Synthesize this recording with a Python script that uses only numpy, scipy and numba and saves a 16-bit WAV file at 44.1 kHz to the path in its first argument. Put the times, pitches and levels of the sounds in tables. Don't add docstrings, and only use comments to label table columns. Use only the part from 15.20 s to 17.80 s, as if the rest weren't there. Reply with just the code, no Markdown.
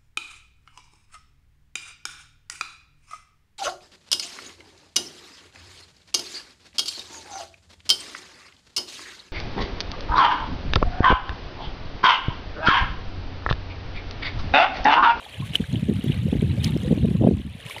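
import sys
import numpy as np
from scipy import signal
from scipy.fft import rfft, irfft
from scipy.io import wavfile
from scipy.ndimage import uniform_filter1d
from numba import njit

SR = 44100
rng = np.random.default_rng(int(sys.argv[2]) if len(sys.argv) > 2 else 0)


def volts(x):
    e = np.asarray(x, float) / 20
    return 10 ** e


def file_out(sig):
    cols = np.atleast_2d(sig).T
    lim = np.clip(cols, -1, 1)
    pcm = np.round(lim * 32767).astype(np.int16)
    wavfile.write(sys.argv[1], SR, pcm)


N = 114660

# time_s, level_db
STIR = [(0, -42), (.15, -41), (.22, -44), (.42, -40.5), (.65, -42), (.92, -40), (1.0, -44), (1.2, -42),
        (1.38, -42), (1.47, -41), (1.75, -43), (2.08, -46), (2.3, -49.5), (2.43, -44.5), (2.52, -38.5),
        (2.6, -41.5)]
# pitch_hz, level_db (per Hz)
WATER = [(250, -2.5), (600, -9.5), (1300, -15.5), (1900, -8.5), (3100, -4), (3900, -8), (4800, -23),
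         (6500, -23)]
# pitch_hz, level_db (per Hz)
PORT_SHOULDER = (10700, -23)
# time_s, level_db
BREEZE = [(0, -64), (.17, -50.5), (.21, -31.5), (.36, -40.5), (.44, -33.5), (.47, -48), (.51, -31),
          (1.0, -28), (1.4, -25), (1.8, -25.5), (2.12, -24), (2.2, -31), (2.235, -43), (2.27, -37.5),
          (2.4, -45.5), (2.52, -51), (2.6, -56)]
# start_s, peak_db, pitch_hz, t60_s (time to fade by 60 dB)
GULPS = [(.063, -43.5, 790, 0.022), (0.223, -50, 1043, 0.073), (1.081, -38.5, 494, 0.03),
         (1.375, -42, 527, 0.035), (1.484, -54, 850, 0.096), (1.647, -43, 485, 0.16),
         (1.963, -55, 1040, 0.034), (2.17, -63, 1010, 0.05), (2.498, -45.5, 1050, 0.02),
         (2.519, -63, 620, 0.032), (2.564, -40.5, 836, 0.022), (2.571, -42, 550, 0.018)]
# start_s, peak_db, pitch_hz
TICKS = [(0.2563, -42, 9300), (0.3568, -26.5, 4940), (0.7376, -35, 9250), (0.796, -39, 9500),
         (0.843, -35, 14000), (0.9433, -36, 9400), (1.22, -35.5, 9000), (1.4449, -16.5, 6330),
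         (1.508, -35.5, 11400), (1.5745, -31.5, 5300), (1.634, -35, 6500), (1.68, -40, 5060),
         (2.4645, -34, 9100), (0.528, -34, 6430), (1.341, -41, 8050), (2.452, -41, 7000),
         (2.498, -28, 5200), (2.584, -30, 4600),
         (0.0957, -40, 9300), (0.18, -44, 9500), (0.41, -39, 9170), (0.4738, -44, 8170),
               (0.596, -41, 10400), (0.6454, -52, 11000), (0.7592, -44, 9500), (0.8814, -40.5, 9400),
               (0.9204, -46, 5700), (1.033, -41, 7300), (1.0874, -39, 9200), (1.1154, -40, 9450),
               (1.3574, -47, 5500), (1.5953, -45, 9500), (1.6885, -37, 9100), (1.728, -49, 5540),
               (1.7395, -44, 7460), (1.8575, -40, 8630), (1.9694, -42, 6960), (2.0763, -46, 9240),
               (2.113, -45, 6580), (2.169, -43, 7450), (2.2646, -44, 9560), (2.2972, -43, 9200),
               (2.355, -48, 10300)]
# start_s, peak_db, pitch_hz
DROPS = [(0.1428, -28, 2900), (0.3344, -26, 2830), (0.3486, -26.5, 1520), (0.354, -5, 2970),
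         (0.416, -36, 3140), (0.4404, -27.5, 1600), (0.5568, -25, 2960), (0.8098, -32.5, 2860),
         (0.9192, -23, 2790), (1.1156, -32, 3430), (1.2107, -31, 3130), (1.4235, -33, 3000),
         (1.4404, -22.5, 2940), (1.4436, -22, 4960), (1.4441, -24.5, 4230), (1.4452, -26.5, 3300),
         (1.4625, -26.5, 2150), (1.472, -36, 3340), (1.478, -34.5, 4200), (1.4614, -41, 3200),
         (1.4984, -35.5, 2870), (1.7823, -32, 2760), (2.2157, -36.5, 2990), (2.4031, -35, 1870),
         (2.4515, -35, 1848), (2.509, -21.5, 2290), (2.5154, -28, 2140), (2.5447, -29, 2460),
         (2.563, -28.5, 2900), (2.581, -25.5, 2080)]
# centre_s, peak_db, pitch_hz
EDDIES = [(0.405, -13, 208), (0.536, -12.5, 149.5), (0.63, -13, 166), (0.696, -8.5, 170.4),
          (0.763, -17, 138), (0.878, -19, 135), (0.9, -10, 136), (0.992, -21, 106),
          (1.072, -26, 160), (1.131, -9, 217), (1.169, -12, 147), (1.227, -9.5, 192),
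          (1.353, -17, 152), (1.395, -14, 128), (1.469, -27, 139), (1.506, -16.5, 180),
          (1.558, -12, 173), (1.68, -14, 173), (1.713, -7, 214), (1.728, -7.5, 185),
          (1.778, -14.5, 256), (1.834, -12.5, 148), (1.85, -7.5, 181), (1.913, -12, 182),
          (1.954, -10.5, 173), (2.015, -11, 241), (2.048, -6.5, 210), (2.073, -4, 208),
          (2.09, -8.5, 188), (2.112, -13, 276),
          (0.206, -17.5, 146), (0.232, -20, 135), (0.311, -22, 140), (0.423, -25.5, 168),
                (0.548, -15, 238), (0.567, -19.5, 134), (0.715, -13, 193.0), (0.783, -20.5, 119),
                (0.845, -16, 212), (0.926, -43, 133.0), (0.938, -31, 122.0), (1.057, -16, 130.5),
                (1.106, -28, 120), (1.195, -18, 147), (1.263, -40, 161.0), (1.316, -25, 165),
                (1.384, -16, 147), (1.418, -23, 131), (1.442, -35, 130.0), (1.535, -17.5, 150),
                (1.598, -44, 147), (1.635, -16.5, 187), (1.761, -15.5, 196), (1.799, -18, 160.0),
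                (1.814, -25, 143.0), (1.872, -14, 135), (1.887, -13.5, 199), (1.989, -27, 131),
                (2.171, -21.5, 233), (2.271, -25.5, 189),
          (2.039, -10, 320), (2.025, -12.5, 313), (2.065, -14.5, 360), (2.069, -18, 460),
                (2.12, -17, 252), (2.135, -20, 268), (2.19, -36, 170), (2.201, -26, 276),
                (2.215, -29.5, 200), (2.253, -27, 211), (2.354, -32, 188), (2.459, -27.5, 122),
                (0.494, -24, 118), (.52, -22.5, 147), (0.575, -25.5, 266), (0.689, -15.5, 198),
                (0.727, -19.5, 247), (.794, -21.5, 201), (.864, -17, 303), (1.068, -21, 352),
                (1.156, -15.5, 290), (1.245, -14, 158), (1.342, -21.5, 306), (1.566, -18, 298),
                (1.843, -17.5, 241), (2.043, -23.5, 640), (2.071, -19.5, 720), (2.016, -27, 560),
                (1.726, -20.5, 520)]
# centre_s, level_db, half_length_s, brightness_db (per octave)
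SLAPS = [
    (0.266, -42.5, 0.014, 1),
    (0.351, -33, .012, -0.5),
    (.358, -29, 0.0039, 2.5),
    (0.84, -38, 0.0008, 13),
    (1.442, -35.5, 0.0071, 3),
    (1.446, -37, 0.0011, 8.5),
    (1.46, -40, 0.02, 1),
    (2.515, -43, 0.022, 4.5),
    (2.57, -35, 0.0023, -2),
    (2.59, -47, 0.016, 2),
]

PORT_HZ, PORT_OCTAVES, PORT_DB = 9380, .1, 4.5
HISS_DB, FIZZ_DB, BUBBLE_DB, CRACKLE_DB = -8.5, -3.5, -9.5, -19
BREEZE_LOW_HZ, BREEZE_TOP_HZ = 66.5, 218.4
TICK_T60_S, SPRAY_S, SPRAY_DB = .005, .0018, -7
DROP_T60_S, DROP_RISE = .011, .03
EDDY_TURNS, EDDY_BEND = .59, .087
SWIRL_TOP, SWIRL_FLOOR, SWIRL_DB = 1.984, 1.43, -11.5


def curve(table):
    time_s, value = np.array(table, float).T
    return np.interp(np.arange(N) / SR, time_s, value)


def columns(table):
    return np.array(table, float).T.copy()


def unit(x):
    return x / np.sqrt(np.mean(x ** 2))


def drift(rate):
    hold = int(SR / rate)
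    steps = np.repeat(rng.standard_normal(N // hold + 1), hold)
    return 1.9 * uniform_filter1d(uniform_filter1d(steps, hold), hold)[:N]


def water_db(hz):
    point_hz, point_db = np.vstack([WATER, PORT_SHOULDER]).astype(float).T
    port_db = PORT_DB * np.exp(-.5 * (np.log2(hz / PORT_HZ) / PORT_OCTAVES) ** 2)
    top_db = -19 * np.clip(np.log2(hz / point_hz[-1]), 0, .42)
    return np.interp(np.log2(hz), np.log2(point_hz), point_db) + port_db + top_db


def coloured(tilt_db, x=None):
    hz = np.maximum(np.arange(N // 2 + 1) * SR / N, 30)
    x = rng.standard_normal(N) if x is None else x
    return unit(irfft(rfft(x) * volts(water_db(hz) + tilt_db * np.log2(hz / 3000)), N))


@njit
def rings(start, size, hz, t60, rise, attack):
    y = np.zeros(N)
    for e in range(len(start)):
        length, first, phase = t60[e] * SR, int(start[e] * SR), 0.
        for i in range(max(0, min(int(length), N - first))):
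            phase += 2 * np.pi * hz[e] * (1 + rise * 2 * i / length) / SR
            swell = 1 - np.exp(-i * hz[e] / SR / attack)
            y[first + i] += size[e] * 1000. ** (-i / length) * swell * np.sin(phase)
    return y


@njit
def moving_filter(x, hz, k):
    y, b, l = np.empty((3, len(x))), 0., 0.
    for i in range(len(x)):
        g = np.tan(np.pi * hz[i] / SR)
        v = (b + g * (x[i] - l)) / (1 + g * (g + k))
        low = l + g * v
        y[0, i], y[1, i], y[2, i] = low, k * v, x[i] - k * v - low
        b, l = 2 * v - b, 2 * low - l
    return y


def dull(x, hz):
    for _ in range(3):
        x = moving_filter(x, hz, 1.55)[0]
    for _ in range(2):
        x = moving_filter(x, np.full(N, 1. * BREEZE_LOW_HZ), 1.09)[2]
    return x * np.sqrt(200 / hz)


def grains(count, cycles, scatter_db, rise, attack):
    when, pitch, luck, length = rng.random((count, 4)).T
    start, hz = when * N / SR, 400 * 38 ** pitch
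    bunch_db = 1.48 * drift(60)[(start * SR).astype(int)]
    loud_db = -scatter_db * np.log(1 - .98 * luck)
    size = volts(water_db(hz) + 0.8 * np.log2(hz / 3000) + bunch_db + loud_db) * np.sqrt(hz)
    return unit(rings(start, size, hz, cycles * (.5 + length) / hz, rise, attack))


def crackle(count, scatter_db):
    when, luck, side = rng.random((count, 3)).T
    clicks = np.zeros(N)
    clicks[(when * N).astype(int)] = np.sign(side - .5) * volts(-scatter_db * np.log(1 - .97 * luck))
    return coloured(2, clicks)


def slosh():
    hiss = volts(HISS_DB + 1.2 * drift(70)) * coloured(0.)
    fizz = volts(FIZZ_DB) * grains(count=9000, cycles=19.5, scatter_db=3.5, rise=0.0068, attack=4.1)
    bubbles = volts(BUBBLE_DB) * grains(count=3600, cycles=100, scatter_db=6.0, rise=0.041, attack=3.9)
    pops = volts(CRACKLE_DB) * crackle(count=250, scatter_db=2.0)
    return volts(curve(STIR)) * (hiss + fizz + bubbles + pops)


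def breeze():
    level_db = curve(BREEZE)
    top_hz = BREEZE_TOP_HZ * 2 ** (.03 * (level_db + 32))
    rumble = unit(dull(rng.standard_normal(N), top_hz))
    return volts(level_db + 3 * drift(45.57)) * rumble


def gulps():
    start, peak_db, hz, t60 = columns(GULPS)
    return rings(start, volts(peak_db + 17.5), hz, t60, .12, 0.87)


def ticks():
    start, peak_db, hz = columns(np.array(TICKS))
    ring = rings(start, volts(peak_db), hz, np.full(len(start), TICK_T60_S), DROP_RISE, 0.79)
    t, puffs = np.arange(N) / SR, np.zeros(N)
    for s, db in zip(start, peak_db):
        puffs += volts(db + SPRAY_DB) * (t > s) * np.exp(-np.abs(t - s) / SPRAY_S)
    return ring + puffs * coloured(3.)


def drops():
    start, peak_db, hz = columns(DROPS)
    t60 = np.full(len(start), DROP_T60_S)
    main = rings(start + .0005, volts(peak_db + 7.0), hz, t60, DROP_RISE, 2.46)
    twin = rings(start, volts(peak_db - 8.0), 1.11 * hz, 1.7 * t60, DROP_RISE, 1.3)
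    return main + twin


def with_wake(x):
    return x + .5 * uniform_filter1d(uniform_filter1d(x, size=1300), size=1300)


def eddies():
    t = np.arange(N) / SR
    thumps, force, pitch = np.zeros(N), np.full(N, 1e-5), np.zeros(N)
    for s, db, hz in np.array(EDDIES):
        turn, bend = rng.random(2)
        d = t - s
        shape = volts(db) * np.exp(-.5 * (d * hz / EDDY_TURNS) ** 2)
        swing = 2 * np.pi * (hz * d + turn) + EDDY_BEND * (2 * bend - 1) * (hz * d) ** 2
        thumps += shape * np.cos(swing)
        force += shape
        pitch += shape * hz * 2 ** (.05 * (db + 16.5))
    force, pitch = with_wake(force), with_wake(pitch)
    top_hz = np.clip(SWIRL_TOP * pitch / force, 100, 900)
    noise = dull(rng.standard_normal(N), top_hz)
    swirl = unit(moving_filter(noise, SWIRL_FLOOR * top_hz / SWIRL_TOP, 0.48)[2])
    return thumps + volts(SWIRL_DB) * force * swirl


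def slaps():
    t, out = np.arange(N) / SR, np.zeros(N)
    for centre, db, half, tilt_db in SLAPS:
        out += volts(db) * np.exp(-.5 * ((t - centre) / half) ** 2) * coloured(tilt_db)
    return out


def scene():
    wind = eddies() + breeze()
    water = slosh() + gulps() + ticks() + drops() + slaps()
    return (wind + water)[None]


def band_limit(x):
    return signal.sosfilt(signal.butter(12, 16660, fs=SR, output="sos"), x)


def record(dry):
    bass_cut = signal.butter(3, 42.6, "high", fs=SR, output="sos")
    treble_cut = signal.ellip(10, .5, 60, 15450, fs=SR, output="sos")
    mix = signal.sosfilt(np.vstack([bass_cut, treble_cut]), dry)
    return band_limit(mix)


dry = scene()
out = record(dry)
file_out(out)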